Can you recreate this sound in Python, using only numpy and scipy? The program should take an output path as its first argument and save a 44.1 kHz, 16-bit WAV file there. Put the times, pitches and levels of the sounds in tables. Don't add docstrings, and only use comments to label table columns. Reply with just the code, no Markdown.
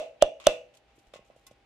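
import sys
import numpy as np
from scipy import signal
from scipy.fft import rfft, irfft
from scipy.io import wavfile

SR = 44100
rng = np.random.default_rng(int(sys.argv[2]) if len(sys.argv) > 2 else 0)


def unload_wav(signal):
    wavfile.write(
        sys.argv[1],
        SR,
        np.round(np.clip(np.atleast_2d(signal).T, -1, 1) * 32767).astype(np.int16),
    )


N = 72765
LEAD_S, HOLLOW_PAN_DB = .1, -4

# f/Hz, relative density/dB
TIN_SPECTRUM = [(200, -12.5), (700, -7), (1100, 6.5), (1600, -4.5), (2700, 6), (3600, 3), (4600, -3.5),
                (7200, -3.5), (10000, -15), (13000, -18.5), (16000, -49.5)]


def undb(db):
    return 10 ** (np.asarray(db) / 20)


def unit(x):
    return x / np.sqrt(np.mean(x ** 2))


def pan(db):
    return undb(np.array([[db], [-db]]) / 2)


def along(hz, table, column=1):
    table = np.array(table, float)
    return np.interp(np.log(hz + 1), np.log(table[:, 0]), table[:, column])


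def shaped(x, gain):
    n = x.shape[-1]
    return irfft(rfft(x) * gain(np.arange(n // 2 + 1) * SR / n), n)


def fade(t, t60_s):
    return np.exp(-np.log(1000) * t / t60_s)


def clock(left_lag_s=.00003):
    return np.maximum(np.arange(SR // 2) / SR - np.array([[left_lag_s], [0]]), 0)


def add(track, at_s, sound):
    start = max(int(round((at_s + LEAD_S) * SR)), 0)
    part = sound[..., :track.shape[1] - start]
    track[:, start:start + part.shape[-1]] += part


def soft_tone(t, hz, rise_s):
    return (t / rise_s / 2) ** 2 * np.exp(2 - t / rise_s) * np.sin(2 * np.pi * hz * t)


def room_air(level_db=-66.5, wide_hz=2500):
    # f/Hz, relative density/dB
    spectrum = [(18, -50), (30, -18), (49, 2.5), (89, -7), (107, -13.5), (320, -6.5), (698, -7.5),
                (774, -9.5), (1110, -16.5), (2700, -15.5), (11000, -41.5), (15000, -49.5)]
    mid = shaped(rng.standard_normal(N), lambda f: undb(along(f, spectrum)))
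    side = shaped(rng.standard_normal(N), lambda f: undb(along(f, spectrum)) * np.sqrt(f / (f + wide_hz)))
    return undb(level_db) * unit(mid + side * np.array([[1], [-1]]))


def hum():
    # f/Hz, rms level/dB
    tones = [(59.2, -82.5), (120, -79), (796.7, -75.5)]
    t = np.arange(N) / SR
    return sum(undb(db) * np.sqrt(2) * np.sin(2 * np.pi * (hz * t + rng.random())) for hz, db in tones)


def room(x, delay_s=.004, rise_s=.0013):
    # f/Hz, level/dB, t60/s, left-right correlation
    reverb = [(60, -21, 0.34, .95), (199, -16, .35, 1), (350, -14, .42, 0.41), (473, -14.5, 0.39, .8),
              (580, -18, 0.49, 0.92), (880, -11, 0.23, 0.37), (1080, -17, 0.11, .5), (1840, -11.5, 0.18, 0),
              (2541, -6, .34, 0), (3482, -17, 0.18, 0), (6300, -24, 0.39, 0.52), (9000, -27, 0.2456, 0.15),
              (15100, -32, .18, 0.054)]
    t = np.arange(int(SR * .7)) / SR
    noise = rfft(rng.standard_normal((2, len(t))))
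    octave = np.log2(np.maximum(np.arange(noise.shape[1]) * SR / len(t), 1))
    onset = 1 - np.exp(-np.maximum(t - delay_s, 0) / rise_s)
    response = 0
    for hz in 50 * 2 ** (np.arange(26) / 3):
        band = np.maximum(1 - 3 * np.abs(octave - np.log2(hz)), 0)
        tail = irfft(noise * band, len(t)) * onset * fade(t, along(hz, reverb, column=2))
        mid, side = tail * np.sqrt(np.mean(band) / np.sum(tail ** 2, axis=1, keepdims=True))
        alike = along(hz, reverb, column=3)
        stereo = mid * np.sqrt((1 + alike) / 2) + side * np.sqrt((1 - alike) / 2) * np.array([[1], [-1]])
        response += undb(along(hz, reverb)) * stereo
    return signal.fftconvolve(x.mean(axis=0, keepdims=True), response, axes=1)[:, :x.shape[1]]


def wall(t, rubbed=False, t60_at_1khz_s=.33):
    # f/Hz, snapped level/dB, rubbed level/dB
    modes = [(494.6, 7, -16.5), (607, 0, -10.5), (634, 1, -13.5), (765, -10, -14), (1082, -20.5, 2),
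             (1457, -14.5, -8.5), (2034, -11, -2), (2435, -9, -13), (2484, -12, -10), (2597.5, -2, -4.5),
             (2900, -20.5, -8.5), (2667, 3.5, -13.5), (2734, -2, -8), (3510, -4.5, -2),
             (4150, -11.5, -10.5), (5200, -15, -4), (5840, -15.5, -14)]
    ring = 0
    for hz, snap_db, rub_db in modes:
        decay = fade(t, t60_at_1khz_s / np.cbrt(hz / 1e3))
        ring += undb(rub_db if rubbed else snap_db) * decay * np.sin(2 * np.pi * hz * t)
    return ring


def scuffs(size, attack_s=.00053, graininess=.55, finger_t60_s=.7):
    # t/s, level/dB, decay/s, tilt/(dB/octave), relative ring/dB
    slips = [(0.400, -50, 0.066, -2, -29), (0.440, -47.5, 0.015, -1.5, -41), (0.738, -60.5, 0.018, 1, -30),
             (0.748, -60, 0.015, 7, -15), (0.770, -55, 0.0085, 5.5, -33), (0.88, -71, 0.15, -3, -31),
             (0.955, -76, 0.11, 12, -29), (0.988, -60, 0.0089, 4.5, -29), (1.068, -65, 0.012, 3, -22),
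             (1.136, -46, 0.015, 0, -6.5), (1.159, -56, 0.024, -1.5, 3.5), (1.247, -69, 0.047, 5, -21),
             (1.305, -56.5, 0.01, -10, -9), (1.36, -73.5, 0.1, 7, -14), (1.466, -46, 0.0092, 11, -7.5),
             (1.51, -60, 0.011, 4, -23)]
    out, t = np.zeros((2, size)), clock()
    ring = wall(t, rubbed=True) * fade(t, finger_t60_s)
    ring = 2 * ring / np.abs(ring).max()
    onset = 1 - np.exp(-t / attack_s)
    for at_s, db, decay_s, tilt_db, ring_db in slips:
        grip = np.repeat(rng.standard_normal(t.shape[1]), 32)[:t.shape[1]]
        grains = rng.standard_normal(t.shape) * np.exp(graininess * grip)
        rub = shaped(grains, lambda f: undb(along(f, TIN_SPECTRUM) + tilt_db * np.log2(np.maximum(f, 500))))
        add(out, at_s, undb(db) * onset * (unit(rub) * np.exp(-t / decay_s) + undb(ring_db) * ring))
    return out


def taps(size):
    # t/s, level/dB, f/Hz, relative thud/dB
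    touches = [(0.98, -51, 320, -12), (1.069, -65, 604, -10), (1.137, -38, 567, -30),
               (1.157, -39.5, 575, -17), (1.191, -46, 540, -8.5), (1.225, -57, 585, -9.5),
               (1.3, -45.5, 603, -20), (1.362, -50, 570, -14), (1.511, -46, 566, -8.5)]
    # t/s, level/dB, f/Hz, rise/s
    bumps = [(1.07, -58.5, 42.4, 0.0061), (1.205, -64, 40, 0.005), (1.512, -66.5, 133, 0.0079)]
    out, t = np.zeros((2, size)), clock()
    thud = soft_tone(t, hz=165, rise_s=.0019)
    for at_s, db, hz, thud_db in touches:
        tap = soft_tone(t, hz, rise_s=.0011) + undb(thud_db) * thud
        add(out, at_s, undb(db) * tap * pan(HOLLOW_PAN_DB / 2))
    for at_s, db, hz, rise_s in bumps:
        add(out, at_s, undb(db) * soft_tone(t, hz, rise_s))
    return out


def puff(t, gain_db=-32.5, delay_s=.012, width_s=.0045, tail_s=.0086):
    late_s = np.maximum(t - delay_s, 0)
    push = (1 - np.exp(-(late_s / width_s) ** 2)) * np.exp(-late_s / tail_s)
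    suction = np.exp(-((t - delay_s) / width_s + 1) ** 2)
    return undb(gain_db) * pan(HOLLOW_PAN_DB) * (2 * push - .75 * suction)


def shimmer(t, rise_s=.0055, t60_s=.27, tilt_db_per_octave=-1):
    noise = rng.standard_normal(t.shape)
    wash = shaped(noise, lambda f: undb(along(f, TIN_SPECTRUM) + tilt_db_per_octave * np.log2(f + 1)))
    return unit(wash) * (1 - np.exp(-t / rise_s)) * fade(t, t60_s)


def buzz(tone_hz, tone_db=-3, centre_hz=2920, width_hz=1000, rise_s=.0038):
    before_s = np.arange(1024)[::-1] / SR
    noise = rng.standard_normal((2, len(before_s)))
    rasp = unit(shaped(noise, lambda f: 1 / (1 + ((f - centre_hz) / width_hz * 2) ** 2)))
    tone = undb(tone_db) * np.sin(2 * np.pi * tone_hz * before_s)
    return (rasp + tone) * np.exp(-before_s / rise_s)


def hollow(t, hz, attack_s=.0011, hold_s=.0072, release_s=.0019, sag_db_per_s=406, octave_db=-35):
    onset = 1 - np.exp(-(t / attack_s) ** 2)
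    decay = undb(-sag_db_per_s * t) * np.exp(-np.maximum(t - hold_s, 0) / release_s)
    phase = 2 * np.pi * hz * t
    return pan(HOLLOW_PAN_DB) * onset * decay * (np.sin(phase) + undb(octave_db) * np.sin(2 * phase))


def crack(t, rise_s=.0002, low_cut_hz=119):
    # f/Hz, level/dB, t60/s, left minus right/dB
    modes = [(218.6, -35.5, 0.064, -3.5), (381, -26, 0.055, -4.5), (735, -36, 0.041, -2),
             (1110, -25.5, 0.0058, -9), (1274, -10, 0.0051, 0), (2903, -20.5, 0.027, 1),
             (3484, -9.5, 0.0093, -3), (4020, -19.5, 0.0091, 0), (4830, -18.5, 0.01, -3.5),
             (5928, -11.5, 0.0068, 5), (6390, -18.5, 0.0093, 2), (7980, -10.5, 0.0045, -1),
             (8790, -19.5, 0.006, 9), (10540, -27, 0.006, 8.5), (12700, -20, 0.0067, 2)]
    metal = sum(undb(db) * pan(pan_db) * fade(t, t60_s) * np.sin(2 * np.pi * hz * t)
                for hz, db, t60_s, pan_db in modes)
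    low_cut = signal.butter(2, low_cut_hz, "high", fs=SR, output="sos")
    return signal.sosfilt(low_cut, metal * (1 - np.exp(-t / rise_s)))


def snaps(size):
    # t/s, hollow note/dB, crack/dB, f/Hz, buzz/dB, ring/dB, shimmer/dB
    flips = [(-0.035, -4, -6.5, 622, -26, -45.5, -39), (0.2234, -2.5, 0, 610.4, -23, -50.5, -54),
             (0.4690, -3.5, 4, 604.4, -26.5, -38, -35)]
    out, t = np.zeros((2, size)), clock()
    metal, ring = crack(t), wall(t)
    for at_s, hollow_db, crack_db, hz, buzz_db, ring_db, shimmer_db in flips:
        strain = undb(buzz_db) * buzz(hz)
        add(out, at_s - strain.shape[1] / SR, strain)
        pop = undb(hollow_db) * hollow(t, hz) + undb(crack_db) * metal
        tail = undb(ring_db) * ring + undb(shimmer_db) * shimmer(t)
        add(out, at_s, pop + tail + puff(t))
    return out


def scene():
    lead = int(LEAD_S * SR)
    can = snaps(N + lead) + taps(N + lead) + scuffs(N + lead)
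    return (can + room(can))[:, lead:] + room_air() + hum()


def record(dry):
    ceiling, roll_off_hz, top_hz = .95, 15500, 16400
    limited = dry / (1 + (np.abs(dry) / ceiling) ** 8) ** (1 / 8)
    softened = signal.sosfilt(signal.butter(2, roll_off_hz, fs=SR, output="sos"), limited)
    return signal.sosfilt(signal.ellip(8, .2, 70, top_hz, fs=SR, output="sos"), softened)


dry = scene()
out = record(dry)
unload_wav(out)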